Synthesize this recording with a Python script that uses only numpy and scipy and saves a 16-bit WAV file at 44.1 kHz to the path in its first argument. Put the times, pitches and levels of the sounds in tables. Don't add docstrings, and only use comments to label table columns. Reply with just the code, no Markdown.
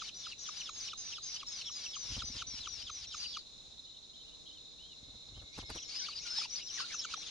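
import sys
import numpy as np
from scipy import signal
from scipy.fft import rfft, irfft, next_fast_len
from scipy.io import wavfile
from scipy.ndimage import uniform_filter1d, map_coordinates

SR = 44100
rng = np.random.default_rng(int(sys.argv[2]) if len(sys.argv) > 2 else 0)


def pcm_store(signal):
    levels = np.round(np.clip(np.atleast_2d(signal), -1, 1) * 32767)
    wavfile.write(sys.argv[1], SR, levels.astype(np.int16).T)


N = 321930


# frequency in Hz, relative level in dB.
AIR_SPECTRUM = [(20, -4), (50, 1.5), (110, -3.5), (300, -7.5), (600, -11), (1000, -15), (1800, -23),
                (2700, -17.5), (4600, -13.5), (5700, -9.5), (6300, -12), (6800, -7.5), (7600, -23),
                (9000, -28.5), (10500, -28.5), (11600, -40), (12300, -80)]
# time in seconds, level in dB.
MOTOR_LEVELS = [(0, -105), (4.1, -86), (4.4, -67.5), (5, -76), (5.8, -73), (7.3, -67)]
# frequency in Hz, left-right correlation.
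EAR_LIKENESS = [(50, 0.085), (250, 0.25), (900, 0.11), (3500, 0.38), (7000, 0.019)]
# frequency in Hz, relative level in dB.
CHORUS_SPECTRUM = [(1820, -42), (3100, -20), (3360, -7.5), (3570, 2.5), (3780, 5.5), (4190, 5.5),
                   (4350, -11), (4380, -19), (4510, -6), (4700, -38), (6110, -58), (10300, -120)]
# start in seconds, end in seconds, top pitch in Hz, sag of the ends as a share,
# level in dB.
FAR_NOTES = [(4.85, 5.95, 2162, 0.0039, -64)]
PEEPS = [(3.865, 3.9, 3130, 0.074, -69), (3.93, 3.98, 3120, .1, -76), (4.13, 4.17, 3260, 0.12, -66),
         (4.18, 4.225, 3120, .01, -68), (4.255, 4.3, 3030, 0.092, -68), (4.31, 4.35, 2980, .08, -71.5),
         (4.455, 4.493, 3360, 0.16, -63), (4.46, 4.53, 3060, 0.027, -69), (4.505, 4.585, 3240, 0.14, -69),
         (4.783, 4.95, 3210, 0.19, -66), (5.34, 5.41, 3180, 0.16, -65)]
# time in seconds, thump in dB, swish in dB.
TAKEOFF_LEVELS = [(2.05, -57, -56.5), (2.11, -40.5, -58), (2.17, -41.5, -50), (2.23, -48, -58.5),
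                  (2.35, -50, -58.5), (2.5, -54, -65), (3.35, -61.5, -85)]
# time in seconds, thump in dB, swish in dB.
LANDING_FLAPS = [(5.02, -59, -76), (5.081, -57, -61.5), (5.144, -57, -62), (5.278, -60, -62),
                 (5.318, -53.5, -63), (5.37, -47, -57), (5.421, -50, -55.5), (5.581, -46.5, -47),
                 (5.626, -49, -55), (5.701, -46.5, -45.5), (5.756, -49.5, -47)]
# frequency in Hz, relative level in dB.
SWISH_SPECTRUM = [(80, 3), (250, 4), (600, 1.5), (1200, 0.5), (2200, -9), (6000, -21), (9000, -13.5),
                  (12000, -23.5), (15500, -77)]
# frequency in Hz, relative level in dB.
THROAT_RESPONSE = [(500, -22), (1100, -9.5), (1900, -9.5), (2600, -6), (3500, -1.5), (4600, -4),
                   (5800, -3.5), (6700, -4.5), (7400, -19.5), (10000, -20), (12000, -64)]
# frequency in Hz, gain in dB.
BEAK_RESPONSE = [(800, 6), (6500, 1.5), (7000, -12), (7600, -17.5), (10000, -29), (12500, -60)]
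# start in seconds, hook in seconds, level at the hook in dB.
FLICKS = [(5.919, 5.964, -53.5), (6.016, 6.068, -51.5), (6.092, 6.133, -53.5), (6.214, 6.292, -53),
          (6.402, 6.457, -50.5), (6.581, 6.625, -51), (6.698, 6.787, -66), (6.897, 6.948, -51),
          (7.054, 7.116, -51.5)]
# start in seconds, end in seconds, lowest pitch in Hz,
# turning point as a share, level in dB.
UNDERTONES = [(5.974, 6.064, 2970, .1, -58.5), (5.981, 6.06, 1510, 0.58, -67),
              (6.24, 6.416, 1401, 0.26, -65.5), (6.772, 6.813, 1480, 0.72, -55),
              (6.797, 6.854, 1318, .56, -56.5), (6.896, 6.944, 1523, 0.78, -62.5)]
# start in seconds, end in seconds, top pitch in Hz, sag of the ends as a share,
# level in dB.
CRIES = [(1.216, 1.356, 5030, 0.16, -54), (6.154, 6.194, 4950, 0.148, -46), (6.168, 6.248, 5480, .08, -54),
         (2.377, 2.425, 3200, .1, -51.5), (6.504, 6.59, 5990, .2, -44.5), (6.612, 6.692, 5850, 0.24, -50.5),
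         (6.696, 6.783, 5920, 0.1095, -46.5), (6.922, 6.97, 6090, 0.103, -48),
         (6.997, 7.059, 3360, .15, -55.5), (7.014, 7.059, 6850, 0.087, -48), (7.107, 7.137, 5100, .12, -54),
         (7.165, 7.232, 5950, .11, -52.5), (7.16, 7.237, 4200, 0.168, -58)]
# start in seconds, end in seconds, top pitch in Hz, sag as a share
# (negative rises), level in dB.
WHISTLES = [(.005, 0.099, 5200, 0.29, -55.5), (.46, 0.534, 6650, 0.17, -53),
            (0.527, .62, 5450, -0.0048, -63), (0.551, .615, 4600, .03, -64),
            (0.742, 0.816, 5250, 0.076, -58), (0.774, .815, 6550, 0.21, -49.5),
            (0.807, .89, 4750, 0.16, -55.5), (0.852, 0.891, 5200, 0.15, -50),
            (0.973, 1.14, 5100, 0.052, -57), (1.124, 1.205, 5900, 0.3, -55),
            (1.465, 1.516, 5450, .01, -48.5), (1.512, 1.661, 5300, 0.32, -51.5),
            (1.558, 1.624, 6200, 0.045, -52.5), (1.651, 1.755, 5700, 0.034, -48),
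            (1.741, 1.852, 5000, 0.054, -52), (1.952, 2.054, 4900, 0.042, -60),
            (2.02, 2.125, 5950, .16, -54.5), (2.092, 2.197, 6000, 0.31, -56), (2.228, 2.29, 5200, .1, -52),
            (2.272, 2.34, 4850, .06, -60), (2.547, 2.626, 5800, 0.11, -53), (2.6, 2.666, 4300, 0.26, -53),
            (3.128, 3.187, 5150, 0.027, -55), (3.181, 3.406, 4750, 0.028, -50.5),
            (3.198, 3.26, 4850, 0.17, -54), (5.742, 5.84, 5790, 0.014, -53.5),
            (5.815, 5.841, 3450, 0.077, -59.5), (5.827, 5.852, 6080, 0.08, -53),
            (5.85, 5.96, 6840, 0.13, -59.5), (5.887, 5.964, 4530, -0.013, -52.5),
            (5.934, 6.053, 5000, 0.035, -51), (5.99, 6.056, 5950, 0.093, -47),
            (6.038, 6.09, 3900, .25, -57), (6.082, 6.123, 4650, .06, -50.5),
            (6.253, 6.366, 5130, 0.0039, -51), (6.265, 6.292, 4600, 0.081, -47),
            (6.362, 6.385, 4800, 0.0085, -50.5), (6.36, 6.409, 4000, 0.16, -49.5),
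            (6.452, 6.522, 5800, 0.044, -60), (6.556, 6.573, 4500, -.2, -44),
            (6.791, 6.819, 4700, 0.052, -44), (6.8, 6.87, 5500, 0.31, -51),
            (6.871, 6.937, 4500, -0.26, -55), (6.685, 6.715, 3410, .17, -56.5),
            (6.901, 6.937, 2380, 0.26, -60), (7.263, 7.296, 3630, 0.12, -51.5),
            (7.271, 7.293, 6760, .05, -56)]
# start in seconds, end in seconds, top pitch in Hz,
# sag as a share, whistle in dB, rasp in dB, squeak in dB, left over right in dB (whistle only).
HOARSE_CALLS = [(-0.08, 0.102, 7180, 0.33, -55, -47, -49, 11), (0.137, 0.335, 6020, 0.27, -52, -50, -51, 3),
                (0.375, 0.625, 6030, 0.3, -52.5, -47.5, -47.5, 10),
                (0.689, 0.895, 6740, 0.14, -54, -46, -49, -7),
                (0.968, 1.14, 6430, 0.2, -49.5, -48.5, -48, -1.5),
                (1.217, 1.377, 6540, 0.26, -50.5, -48.5, -52, 1),
                (1.458, 1.626, 6960, 0.3, -54.5, -46.5, -49, 0),
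                (1.708, 1.873, 6740, 0.3, -53, -46, -49, 2.5),
                (1.95, 2.163, 6275, 0.28, -49.5, -46, -48, 6),
                (2.243, 2.396, 6120, 0.24, -49, -51.5, -57, 4),
                (2.464, 2.596, 6110, 0.26, -49.5, -49, -55, 3),
                (2.675, 2.833, 6000, 0.26, -51.5, -47.5, -53.5, 9),
                (2.906, 3.059, 6320, 0.28, -51, -47.5, -56, 2.5),
                (3.118, 3.264, 6960, 0.3, -52.5, -46.5, -48, 0),
                (5.524, 5.621, 6000, 0.21, -60.5, -48.5, -56.5, 3),
                (5.654, 5.795, 5290, 0.4, -56.5, -47.5, -53, 3),
                (5.85, 5.979, 5500, 0.14, -53.5, -46, -64, 7), (5.983, 6.14, 5510, 0.27, -59, -52, -57, 8),
                (6.119, 6.197, 4990, 0.031, -55, -52.5, -62, 2),
                (6.21, 6.28, 6670, 0.14, -57, -48.5, -54.5, -3),
                (6.298, 6.461, 5375, 0.067, -47, -53, -51, 3),
                (6.488, 6.613, 5900, 0.21, -53, -46.5, -58, 6),
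                (6.679, 6.839, 5860, 0.17, -55, -41.5, -68, 12),
                (7.16, 7.299, 5900, 0.27, -56.5, -46, -59, 8)]
# start in seconds, chup in seconds, top pitch in Hz, whistle in dB,
# rasp in dB, squeak in dB, chup pitch in Hz, chup in dB, left over right in dB (whistle only).
CHUP_CALLS = [(-0.1, 0.022, 6170, -53, -65, -50, 1274, -50.5, 10),
              (0.17, 0.27, 6920, -56.5, -70, -49, 1325, -54, 4),
              (0.386, 0.492, 6860, -52, -57, -50, 1270, -52, -2),
              (0.566, 0.695, 6050, -51, -49, -47, 1251, -51.5, 2),
              (0.809, 0.936, 6150, -50, -55, -49, 1264, -53, 2),
              (1.076, 1.186, 6170, -55, -56, -50, 1302, -57.5, -1),
              (1.3, 1.433, 6110, -51.5, -53, -50.5, 1173, -55, 1),
              (1.548, 1.7, 6040, -62, -54, -46.5, 1215, -61, -3),
              (1.832, 1.969, 5990, -48.5, -54, -46.5, 1212, -54, 1),
              (2.079, 2.224, 6080, -52, -45.5, -44, 1326, -51, 3),
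              (2.323, 2.424, 5500, -72, -45, -51, 1321, -49.5, -1),
              (2.549, 2.675, 5480, -69, -49, -48.5, 1268, -51, 7),
              (2.814, 2.901, 5700, -55, -51.5, -46.5, 1257, -52, 6),
              (3.067, 3.148, 5940, -53, -53, -49.5, 1287, -51.5, 2),
              (3.274, 3.372, 5780, -54, -57, -47.5, 1212, -50, -9),
              (5.951, 6.089, 5320, -49, -50.5, -54, 1252, -53, 14),
              (6.218, 6.388, 5850, -52, -45.5, -80, 860, -59.5, 10),
              (6.355, 6.418, 4720, -53, -50, -50, 1323, -54.5, 9),
              (6.361, 6.457, 5550, -44, -44, -54, 958, -59.5, -1),
              (6.736, 6.804, 6080, -54, -56, -67, 1155, -52, 10),
              (6.82, 6.946, 4600, -56, -44, -55, 1323, -52.5, -3),
              (6.943, 7.052, 6120, -47, -50, -47.5, 1398, -49, 1),
              (7.06, 7.142, 4730, -54.5, -42.5, -64, 1310, -46, -2),
              (7.127, 7.179, 4250, -56, -51, -76, 806, -64, -6)]

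BAND_LIMIT_HZ = 15500
TAKEOFF_S, WINGBEAT_S = 2.05, .0604
PUSH_HZ, PUSH_UPPER_HZ, PUSH_SLIDE_HZ_PER_S = 48, 96, 1500
PUSH_S, EDDY_DB = 0.023, -2
SWISH_SOFT_HZ, SWISH_BRIGHTEN = 1120, 0.79
SCOOP, SCOOP_S, SAG_POWER = 0.1007, 0.00605, 1.4
DIVE, DIVE_S = 0.0715, 0.01202
PLAIN_SCOOP, PLAIN_SAG_POWER = .03, 1.2
FADE_DB = -4.5
SECOND_RATIO, SECOND_SAG, SECOND_SAG_POWER, SECOND_SCOOP = .8, 0.44, 2.3, 0.171
SECOND_DB, SECOND_FADE_DB = -12, -10
CRY_SKEW = .75
HISS_DB = -14
RASP_SHARE, RASP_OVERHANG_S, RASP_DB = .85, 0.01186, -2.5
SQUEAK_S = 0.025
CHUP_SAG, CHUP_GAP_S = 0.18, 0.01618
BREAK_LEAD_S, BREAK_S, BREAK_RATIO, BREAK_DB = .024, .044, 2.68, -2
CHUP_FULL_DB, CHUP_BRIGHTEN = -51.5, 0.62
FLICK_LOW_HZ, FLICK_TOP_HZ, FLICK_SINK = 2060, 2866, 49
FLICK_S, FLICK_LOW_DB = .017, -8
HOOK_S, HOOK_DB = .06, -12
PEEP_WAVER, FLUTTER_DB = .017, 190


def amp(db):
    return 10 ** (np.asarray(db) / 20)


def unit(x):
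    return x / np.sqrt(np.mean(x ** 2) + 1e-20)


def along(points, hz):
    f, v = np.transpose(points)
    return np.interp(np.log(hz + 1), np.log(f + 1), v)


def wobble(rate_hz, size=N):
    knots = rng.standard_normal(int(size * rate_hz / SR) + 4)
    return map_coordinates(knots, [np.arange(size) * rate_hz / SR], order=2)


def running_phase(hz):
    return 2 * np.pi * np.cumsum(hz) / SR


def filtered(x, response):
    m = next_fast_len(N + 8192)
    return irfft(rfft(x, m) * response(np.fft.rfftfreq(m, 1 / SR)), m)[..., :N]


def rush(spectrum, likeness):
    def mid_side_gains(hz):
        angle = np.arccos(np.clip(along(likeness, hz), -1, 1)) / 2
        return amp(along(spectrum, hz)) * [np.cos(angle), np.sin(angle)]

    mid, side = filtered(rng.standard_normal((2, N)), mid_side_gains)
    return unit(np.array([mid + side, mid - side]))


def add(track, start_s, x):
    i = round(start_s * SR)
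    x = x[..., max(-i, 0):max(N - i, 0)]
    track[..., max(i, 0):max(i, 0) + x.shape[-1]] += x


def progress(length_s):
    return np.linspace(0, 1, max(round(length_s * SR), 64))


def fades(u, edge):
    return np.sin(np.pi / 2 * np.clip(np.minimum(u, 1 - u) / edge, 0, 1)) ** 2


def voice(hz, overtones_db, pan_db, spread):
    phase = running_phase(hz)
    ears = amp([[pan_db / 2], [-pan_db / 2]])
    tone = 0
    for k, db in enumerate([0, *overtones_db], 1):
        shift = rng.uniform(0, 2 * np.pi) + spread * rng.normal() * np.array([[1], [-1]])
        tone = tone + amp(db + along(BEAK_RESPONSE, k * hz)) * np.sin(k * phase + shift)
    return np.sqrt(2) * unit(ears) * tone


def foliage(x, t60_s):
    t = np.arange(SR // 2) / SR
    tail = rng.standard_normal((2, len(t))) * amp(-60 * t / t60_s) * (t > .002)
    return signal.fftconvolve(x, tail / np.linalg.norm(tail[0]), axes=1)[:, :N]


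def arches(notes, waver):
    out = np.zeros((2, N))
    for start_s, end_s, top_hz, sag, db in notes:
        u = progress(end_s - start_s)
        hz = top_hz * (1 - sag * (2 * u - 1) ** 2 + waver * wobble(147.0, len(u)))
        flutter = amp(FLUTTER_DB * waver * wobble(300, len(u)))
        level = amp(db) * flutter * fades(u, edge=0.094)
        add(out, start_s, level * voice(hz, [-25], pan_db=-2.5, spread=0.86))
    return out


def garden():
    air = amp(-60.4 + .9 * wobble(3)) * rush(AIR_SPECTRUM, EAR_LIKENESS)
    motor_hz = 155 * (1 + 0.01 * wobble(3.8) + .03 * wobble(70))
    drone = voice(motor_hz, [3.5, -3, -4], pan_db=-1.5, spread=0.81)
    motor_db = np.interp(np.arange(N) / SR, *np.transpose(MOTOR_LEVELS)) + 2.5 * wobble(10)
    return air + amp(motor_db) * unit(drone)


def cricket(top_hz, fall, strokes_hz, bouts_hz, depth_db):
    stroke = np.cumsum(strokes_hz * (1 + .1 * wobble(20))) / SR % 1
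    bout = np.cumsum(bouts_hz * (1 + 0.022 * wobble(1.97))) / SR + rng.uniform()
    level = fades(stroke, edge=0.21) * amp(depth_db * np.sin(2 * np.pi * bout) + 3 * wobble(40))
    hz = top_hz * (1 - fall * stroke + 0.00768 * wobble(800))
    return unit(level * voice(hz, [], pan_db=-1, spread=0.55))


def crickets():
    throb = amp(4.1 * np.sin(running_phase(16 + 0.16 * wobble(1.89))))
    near = amp(-59.5) * cricket(top_hz=4350, fall=.21, strokes_hz=48, bouts_hz=16, depth_db=3)
    second = amp(-63) * cricket(top_hz=4250, fall=.17, strokes_hz=43, bouts_hz=3.3, depth_db=3)
    high = amp(-73) * cricket(top_hz=5450, fall=.11, strokes_hz=95, bouts_hz=9, depth_db=4)
    return near + second + high + amp(-57.5) * throb * rush(CHORUS_SPECTRUM, EAR_LIKENESS)


def far_song():
    starts_s = 1.36 + np.arange(9) / 7.6
    run = [(s, s + 0.072, 2235, .02, -69 - 10 * abs(s - 2)) for s in starts_s]
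    swell = amp(-2.5 - 24 * np.abs(np.arange(N) / SR - 5.7) + 1.5 * wobble(8))
    return foliage(arches(run, waver=0.008), t60_s=0.64) + swell * arches(FAR_NOTES, waver=0.0029)


def wings():
    thumps, brush = np.zeros(N), np.zeros(N)
    t = np.arange(-SR // 16, SR // 16) / SR
    beats_s = TAKEOFF_S + WINGBEAT_S * np.arange(22)
    times_s, *levels_db = np.transpose(TAKEOFF_LEVELS)
    leaving = list(zip(beats_s, *[np.interp(beats_s, times_s, db) for db in levels_db]))
    for s, thump_db, swish_db in leaving + LANDING_FLAPS:
        upper = np.sin(2 * np.pi * (PUSH_UPPER_HZ - PUSH_SLIDE_HZ_PER_S * t / 2) * t)
        push = np.cos(2 * np.pi * PUSH_HZ * t) + 0.94 * upper
        eddies = amp(EDDY_DB) * wobble(178.3, len(t)) * np.sin(2 * np.pi * 230 * t)
        eddies = eddies * np.exp(-((t + 0.0029) / 0.01) ** 2)
        thump_level = amp(thump_db - 3.5 + rng.normal(0, 1)) * np.exp(-(t / PUSH_S) ** 2)
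        add(thumps, s + t[0] + 0.01194, thump_level * (push + eddies))
        add(brush, s + t[0] + 0.005, amp(swish_db) * np.exp(-(t / 0.012) ** 2))
    swish = brush * unit(amp(4.2 * wobble(600))) * rush(SWISH_SPECTRUM, [(200, 0.95), (4000, 0.58)])
    soft = filtered(swish, lambda hz: 1 / (1 + (hz / SWISH_SOFT_HZ) ** 2))
    return thumps + soft + (swish - soft) * (brush / brush.max()) ** SWISH_BRIGHTEN


def flicks():
    out = np.zeros((2, N))
    faint = [(end_s - 1.6 * HOOK_S, end_s - HOOK_S * rng.uniform(0.46, 1.2), rasp_db + HOOK_DB)
             for _, end_s, _, _, _, rasp_db, *_ in HOARSE_CALLS]
    for start_s, hook_s, db in FLICKS + faint:
        u = progress(hook_s + FLICK_S * 0.67 - start_s)
        t = start_s - hook_s + np.arange(len(u)) / SR
        hook = np.exp(-(t / FLICK_S) ** 2)
        hz = FLICK_LOW_HZ * (1 + FLICK_SINK * t ** 2) + (FLICK_TOP_HZ - FLICK_LOW_HZ) * hook
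        hz = hz * (1 + .025 * wobble(60, len(u)) + .025 * wobble(900, len(u)))
        level_db = db + FLICK_LOW_DB * (1.5 - hook) + 3.4 * wobble(400, len(u))
        add(out, start_s, amp(level_db) * fades(u, edge=0.1) * voice(hz, [-6], pan_db=-2, spread=0.15))
    return out


def undertones():
    out = np.zeros((2, N))
    for start_s, end_s, lowest_hz, turn, db in UNDERTONES:
        u = progress(end_s - start_s)
        hz = lowest_hz * (1 + (u - turn) ** 2 + .025 * wobble(700, len(u)))
        level = amp(db + 1 + 2.5 * wobble(350, len(u))) * fades(u, edge=.12)
        add(out, start_s, level * voice(hz, [-5, -9], pan_db=-0.5, spread=.3))
    return out


def chups():
    out = np.zeros((2, N))
    for _, chup_s, *_, chup_hz, db, _ in CHUP_CALLS:
        u = progress(.017)
        hz = chup_hz * np.exp(-.46 * (u - .5)) * (1 + 0.02 * wobble(1180, len(u)))
        overtones_db = np.array([-7.5, -1.0, -7.5, -1.5, -9, 0.5])
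        overtones_db = overtones_db + CHUP_BRIGHTEN * min(db - CHUP_FULL_DB, 0)
        level = amp(db + 5.0) * fades(u, edge=0.62)
        add(out, chup_s - len(u) / SR / 2, level * voice(hz, overtones_db, pan_db=-0.5, spread=0.033))
    return out


def squeaks():
    out = np.zeros((2, N))
    notes = [(end_s - 0.38 * SQUEAK_S, SQUEAK_S, 2950, db) for _, end_s, *_, db, _ in HOARSE_CALLS]
    notes += [(chup_s - BREAK_LEAD_S, BREAK_S, BREAK_RATIO * chup_hz, db + BREAK_DB)
              for _, chup_s, *_, db, chup_hz, _, _ in CHUP_CALLS]
    variations = rng.uniform([.65, .6], [1.15, 1.3], (len(notes), 2))
    for (middle_s, length_s, pitch_hz, db), (stretch, steep) in zip(notes, variations):
        u = progress(length_s * stretch)
        slide = steep * (.1 - .12 * u - .22 * u ** 3)
        hz = pitch_hz * (1 + slide + .03 * wobble(130, len(u)) + .045 * wobble(1200, len(u)))
        level = amp(db - 1.0 + 2.0 * wobble(710, len(u))) * fades(u, edge=0.27)
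        squeak = level * voice(hz, [-9, -12], pan_db=-0.5, spread=0.11)
        add(out, middle_s - length_s * stretch / 2, squeak)
    return out


def hoarse_stretches():
    calls = [(start_s, end_s, db) for start_s, end_s, _, _, _, db, *_ in HOARSE_CALLS]
    calls += [(start_s, chup_s, db) for start_s, chup_s, _, _, db, *_ in CHUP_CALLS]
    return [(end_s - RASP_SHARE * (end_s - start_s), end_s + RASP_OVERHANG_S, db + RASP_DB)
            for start_s, end_s, db in calls]


def rasps():
    pulses, effort = np.zeros((2, N)), np.zeros(N)
    for start_s, end_s, db in hoarse_stretches():
        u = progress(end_s - start_s)
        swell = amp(db - 10.0 * np.abs(u - .74)) * fades(u, edge=0.18)
        jitter = .018 * wobble(110, len(u)) + .018 * wobble(1500, len(u))
        rate_hz = rng.uniform(680, 950) * (1 - .3 * u ** 3 + jitter)
        mean_hz = rate_hz.mean()
        overtones_db = along(THROAT_RESPONSE, mean_hz * np.arange(2, 14)) - along(THROAT_RESPONSE, mean_hz)
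        add(pulses, start_s, swell * unit(voice(rate_hz, overtones_db, pan_db=0, spread=.8)))
        add(effort, start_s, swell)
    ringing = filtered(pulses, lambda hz: 1 / (1 + (2500 / (hz + 1)) ** 8))
    breath = effort * rush(THROAT_RESPONSE, [(1500, .6), (5000, .3)])
    flutter = unit(amp(0.87 * wobble(600) + 1.13 * wobble(90)))
    return flutter * (.75 * ringing + .68 * breath) * amp([[.8], [-.8]])


def hiss(tones):
    strength = np.sqrt(np.abs(uniform_filter1d(np.mean(tones ** 2, axis=0), size=900)))
    return amp(HISS_DB) * strength * rush(THROAT_RESPONSE, EAR_LIKENESS)


def arch(length_s, top_hz, sag, power, scoop):
    u = progress(length_s)
    onset = scoop * np.exp(-u * length_s / SCOOP_S)
    dive = DIVE * np.exp((u - 1) * length_s / DIVE_S)
    return top_hz * (1 - onset - sag * u ** power - dive)


def whistle(pitch_hz, db, fade_db, pan_db):
    u = np.linspace(0, 1, len(pitch_hz))
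    strain = 0.528 + u ** 2
    wander = .016 * strain * wobble(40, len(u))
    jitter = 0.00824 * wobble(113.0, len(u)) + 0.02 * strain * wobble(1103.6, len(u))
    hz = pitch_hz * (1 + wander + jitter)
    flutter_db = 2.4 * wobble(82.0, len(u)) + 1.9 * strain * wobble(715, len(u))
    level_db = db + fade_db * np.clip(2 * u - 1, -.5, .5) + flutter_db
    beat = running_phase(pitch_hz * 0.11 * (1 + 0.052 * wobble(208.0, len(u))))
    buzz = unit(np.exp((.05 + .75 * u) * np.sin(beat)))
    level = amp(level_db) * fades(u, edge=0.07)
    return level * buzz * voice(hz, [-4, -7], pan_db=pan_db, spread=0.6)


def cries():
    out = np.zeros((2, N))
    for start_s, end_s, top_hz, sag, db in CRIES:
        pitch_hz = top_hz * (1 - sag * (2 * progress(end_s - start_s) ** CRY_SKEW - 1) ** 2)
        add(out, start_s, whistle(pitch_hz, db, fade_db=0, pan_db=4.0))
    return out


def whistles():
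    out = np.zeros((2, N))
    for start_s, end_s, top_hz, sag, db, _, _, pan_db in HOARSE_CALLS:
        length_s = end_s - start_s
        first = arch(length_s, top_hz, sag, SAG_POWER, SCOOP)
        add(out, start_s, whistle(first, db, FADE_DB, pan_db))
        second = arch(length_s, SECOND_RATIO * top_hz, SECOND_SAG, SECOND_SAG_POWER, SECOND_SCOOP)
        add(out, start_s, whistle(second, db + SECOND_DB, SECOND_FADE_DB, pan_db))
    for start_s, chup_s, top_hz, db, *_, pan_db in CHUP_CALLS:
        pitch_hz = arch(chup_s - CHUP_GAP_S - start_s, top_hz, CHUP_SAG, SAG_POWER, SCOOP)
        add(out, start_s, whistle(pitch_hz, db, FADE_DB, pan_db))
    for start_s, end_s, top_hz, sag, db in WHISTLES:
        pitch_hz = arch(end_s - start_s, top_hz, sag, PLAIN_SAG_POWER, PLAIN_SCOOP)
        add(out, start_s, whistle(pitch_hz, db, FADE_DB, pan_db=3.0))
    return out


def scene():
    background = garden() + crickets() + far_song() + wings()
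    tones = whistles() + cries()
    brood = tones + hiss(tones) + rasps() + squeaks() + undertones() + flicks()
    brood = brood + arches(PEEPS, waver=PEEP_WAVER)
    plunges = chups()
    echoes = amp(-9) * foliage(brood, t60_s=.15) + amp(-21) * foliage(plunges, t60_s=.08)
    return background + brood + plunges + echoes


def record(dry):
    return filtered(dry, lambda hz: hz < BAND_LIMIT_HZ)


dry = scene()
out = record(dry)
pcm_store(out)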